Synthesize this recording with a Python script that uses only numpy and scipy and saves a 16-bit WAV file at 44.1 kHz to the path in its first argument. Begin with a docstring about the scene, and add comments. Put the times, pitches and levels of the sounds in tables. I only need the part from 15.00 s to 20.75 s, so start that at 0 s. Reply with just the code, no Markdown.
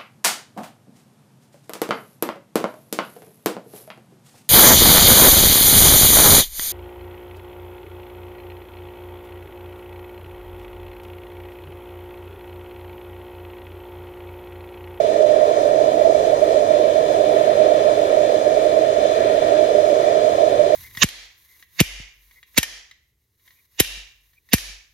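"""Gas torch in a hard-walled room

A handheld torch plays on a small metal piece, close to a microphone with two openings (ports).
The swirling flame roars and the gas jet hisses; bench and walls colour both. The right port sits
behind a hollow that rings near 630 Hz, and it hears the jet about half a millisecond late."""
import sys
import numpy as np
from scipy import signal
from scipy.fft import rfft, irfft, next_fast_len
from scipy.io import wavfile
from scipy.ndimage import uniform_filter1d, minimum_filter1d

SR = 44100
rng = np.random.default_rng(int(sys.argv[2]) if len(sys.argv) > 2 else 0)


def dump_mix(stems):
    """Bounce the given channels to the path in sys.argv[1] as a 16-bit WAV at rate SR."""
    frames = np.atleast_2d(stems).T  # one column per channel
    limited = np.clip(frames, -1, 1)  # hard clip at full scale
    pcm = np.round(limited * 32767).astype(np.int16)
    wavfile.write(sys.argv[1], SR, pcm)


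N = 253575
SIZE = next_fast_len(N + SR // 2)  # samples, with space for the echoes
HZ = np.arange(SIZE // 2 + 1) * SR / SIZE + 1e-3  # the frequencies of a spectrum


def torch_flame(count):
    """Swirling gas rumbles, roars and hisses: spectra of `count` noises that flicker together."""
    # slow drift in loudness: (time [s], rumble [dB], roar [dB], jet [dB])
    drift = [(0, 1, 0, -1.8), (.7, 0.5, 2.3, -2), (1.2, 1.1, 1.2, -1.5), (1.7, 1.2, 1.7, -0.8),
             (2.2, 1, 1.8, -0.2), (2.65, 2.1, 3.5, 1.3), (3.1, 0.7, 1.7, 0.5), (3.6, 0.7, 0.5, 0.4),
             (4.1, 1.8, -0.6, 2), (4.6, 1.1, 0.5, 1.3), (5.1, 1, 1.5, 0.1), (5.75, 2, 1.5, -0.1)]
    # quick random flicker: (rate [changes per s], depth [dB])
    flicker = [(4, .15), (10, .6), (20, .7)]
    # the flame's overall tone: (frequency [Hz], level [dB])
    tone = [(25, -19.0), (45, -25.5), (90, -14.4), (200, -17.9), (330, -6.6), (450, 0.0), (700, -10.9),
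            (1100, -14.2), (1600, -19.1), (3000, -20.6), (4500, -26), (7000, -29.8), (10000, -40),
            (15000, -51.1)]
    # standing waves of tube, bench and walls: (frequency [Hz], width [Hz], gain [dB])
    standing_waves = [(86, 14, -1.4), (143, 18, 3.0), (187, 23, -7.5), (231, 29, 2.3), (278, 40, -1.5),
                      (313, 23, 6.3), (346, 19, -4.5), (358, 16, -1.9), (407, 34, 2.4), (432, 20, 1),
                      (452, 20, -2.5), (480, 28, 2), (525, 41, -1.8), (600, 32, 4.8), (632, 27, -5.7),
                      (717, 50, 5.5), (879, 53, -7.1), (991, 53, 2.6), (1030, 60, 1), (1076, 45, 4.8),
                      (1125, 30, -2.5), (1205, 25, -4.5), (1160, 50, 1), (1257, 60, 5), (1300, 25, -2.5),
                      (1372, 30, -7.2), (1483, 44, -2.5), (1530, 30, 2), (1680, 54, 3.0), (1835, 120, 4.6),
                      (2113, 172, -2), (2150, 40, -2), (2240, 50, 2), (2327, 189, 4.8), (2620, 485, -3.1),
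                      (3070, 130, 2), (3350, 70, -2), (3500, 220, 1.5), (3820, 120, -1), (4159, 479, 1.6),
                      (4330, 100, 1), (4580, 180, -5.5), (4750, 150, 2), (4950, 100, -1), (5502, 442, -4.7),
                      (6050, 300, 3.8), (6470, 200, 2.2), (6740, 80, 2), (8650, 352, 2.6),
                      (9543, 264, -3.8), (11036, 895, -2.6), (12171, 326, 3.3), (12950, 500, 3.5),
                      (14300, 800, 4.5), (15150, 400, -7)]
    rumble_top_hz, roar_top_hz, hiss_from_hz = 500, 900, 6000
    times, rumble_db, roar_db, jet_db = np.transpose(drift)
    t = np.arange(SIZE) / SR
    spectra = np.zeros((count, len(HZ)), complex)
    for hz in 25 * 2. ** np.arange(10):  # bands an octave apart
        drift_db = rumble_db if hz < rumble_top_hz else roar_db if hz < roar_top_hz else jet_db
        db = np.interp(t, times, drift_db)
        if hz > hiss_from_hz:  # the nozzle's thin hiss follows the drift only in part
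            db *= 0.22
        db += sum(depth_db * wander(rate) for rate, depth_db in flicker)
        # neighbouring bands add up to even power
        band = np.cos(np.pi / 2 * np.clip(np.log2(HZ / hz), -1, 1))
        spectra += band * rfft(from_db(db) * rng.standard_normal((count, SIZE)))
    return spectra * tone_curve(tone) * peaks_and_dips(standing_waves)


def right_port():
    """A filter: the hollow passes bass and rings; treble leaks in later round the microphone's body."""
    # how the body shades the treble: (frequency [Hz], gain [dB])
    shade = [(1000, -1.2), (1500, 1.4), (2700, -5.6), (3600, 0.5), (5000, -0.2), (7500, -8.8), (9300, 0.7),
             (15000, 0.2)]
    # extra lag from longer ways round the body: (frequency [Hz], phase lag [radians])
    detour_lag = [(600, 0), (900, .3), (1300, -.22), (1550, -2), (1950, -.6), (2220, 3.7), (2450, 4.2),
                  (2950, 6.3), (3740, 6.5), (4000, 12.2), (4330, 12.3), (4540, 13.3), (4650, 12.1),
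                  (4850, 12.8), (5350, 12.9), (6000, 17.1), (6600, 17.8), (7000, 19.9), (9000, 26.8)]
    # peaks and dips at this port only: (frequency [Hz], width [Hz], gain [dB])
    colour = [(191, 9, -4.4), (236, 40, -3.1), (286, 23, -2.1), (348, 53, -2.0), (449, 26, -4),
              (480, 70, -2.5), (609, 66, 3.2), (637, 25, -5.1), (673, 46, 3.3), (798, 46, -2.6),
              (877, 54, 6.9), (1000, 120, -1.5), (1069, 45, -.5), (1160, 80, 1.5), (1205, 25, 3),
              (1260, 50, -2.5), (1372, 32, 8.9), (1419, 47, -7.4), (1473, 30, 6.0), (1610, 66, 1.7),
              (1675, 39, -5.8), (1797, 162, 4.6), (1980, 60, -2), (2078, 68, 4.5), (2158, 45, -4.2),
              (2225, 70, 5.5), (2270, 25, -5), (2770, 194, -2.3), (3050, 70, 3), (3180, 120, -1.5),
              (3500, 145, 3.5), (3810, 130, -6), (3950, 90, 3), (4305, 166, 2.8), (4570, 90, -2.5),
              (4974, 169, -2.8), (5200, 120, 1.5), (5506, 208, 2.9), (5850, 150, -2), (6010, 110, 1.5),
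              (6409, 237, 2), (7200, 500, 2), (7800, 500, -2.5), (9200, 350, 4)]
    ring_hz, ring_width_hz = 634.4, 17
    leak_hz, lag_s = 838, .000567
    hollow = 1 / (1 - (HZ / ring_hz) ** 2 + 1j * HZ * ring_width_hz / ring_hz ** 2)
    delay = np.exp(-2j * np.pi * HZ * lag_s)
    leak = tone_curve(shade) * delay / (1 + (leak_hz / HZ) ** 2)
    detour = np.exp(-1j * np.interp(HZ, *np.transpose(detour_lag)))
    return (hollow + leak) * detour * peaks_and_dips(colour)


def near_echoes():
    """A filter for each port: the direct sound plus quick echoes off the bench and near walls."""
    # echoes compared with the direct sound: (frequency [Hz], level [dB])
    echo_levels = [(30, -24), (1150, -18), (1450, -8), (3000, -12), (6000, -12), (15000, -13)]
    decay_s = 0.19  # time to fade by 60 dB
    t = np.arange(SR // 2) / SR
    tails = rng.standard_normal((2, len(t))) * from_db(-60 * t / decay_s)
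    tails /= np.sqrt(np.sum(tails ** 2, -1, keepdims=True))
    echo_gain = tone_curve(echo_levels)
    return (1 + echo_gain * rfft(tails, SIZE)) / np.sqrt(1 + echo_gain ** 2)


def room_wash(direct, scattered):
    """Blends in sound scattered round the room, different at each port, keeping the power the same."""
    # scattered sound compared with the direct sound: (frequency [Hz], level [dB])
    wash_levels = [(30, -19), (600, -17), (1250, -15), (2350, -12), (3450, -9), (6300, -6), (8200, 3),
                   (10500, -1), (15000, 2)]
    # where the direct sound cancels and the room takes over: (frequency [Hz], width [Hz], boost [dB])
    shadows = [(880, 60, 6), (1210, 120, 5), (1410, 90, 13), (1570, 60, 6), (1750, 500, 8), (2130, 220, 12),
               (2600, 260, 12), (2800, 80, 5), (3150, 300, 2), (3870, 200, 10), (4560, 180, 10),
               (5000, 200, 5), (5650, 500, 10), (6800, 400, 5)]
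    wash_gain = tone_curve(wash_levels) * peaks_and_dips(shadows)
    return (direct + wash_gain * scattered) / np.sqrt(1 + wash_gain ** 2)


def from_db(db):
    """Turns decibels into a gain to multiply by."""
    return 10 ** (np.asarray(db) / 20)


def tone_curve(points):
    """Gain at every frequency, from a line through (frequency [Hz], level [dB]) points."""
    hz, db = np.transpose(points)
    return from_db(np.interp(np.log(HZ), np.log(hz), db))


def peaks_and_dips(bells):
    """Gain at every frequency, from bell-shaped boosts and cuts."""
    return from_db(sum(db / (1 + (2 * (HZ - hz) / width) ** 2) for hz, width, db in bells))


def wander(rate):
    """A smooth random wobble, about 1 in size, that changes `rate` times a second."""
    hold = int(SR / rate)
    steps = np.repeat(rng.standard_normal(SIZE // hold + 1), hold)[:SIZE]
    return 1.33 * uniform_filter1d(uniform_filter1d(steps, hold), hold)


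def scene():
    """The torch reaches both ports directly and by way of the room; the right one is coloured further."""
    left_level_db = -24.5
    flame = torch_flame(count=3)
    heard = near_echoes() * room_wash(direct=flame[0], scattered=flame[1:])
    heard[1] *= right_port()
    ports = irfft(heard, SIZE)[:, :N]
    return ports * from_db(left_level_db) / ports[0].std()


def record(dry):
    """Turns down any peak above the ceiling, fades in quickly and cuts the highest treble."""
    ceiling, fade_s, top_hz = .97, .003, 15250
    hold = SR // 100
    limiter = np.minimum(1, ceiling / (np.abs(dry).max(0) + 1e-9))
    limiter = uniform_filter1d(minimum_filter1d(limiter, 2 * hold), hold)
    fade_in = np.minimum(1, np.arange(N) / SR / fade_s)
    treble_cut = signal.ellip(12, .2, 80, top_hz, fs=SR, output="sos")
    return signal.sosfilt(treble_cut, limiter * fade_in * dry)


dry = scene()
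out = record(dry)
dump_mix(out)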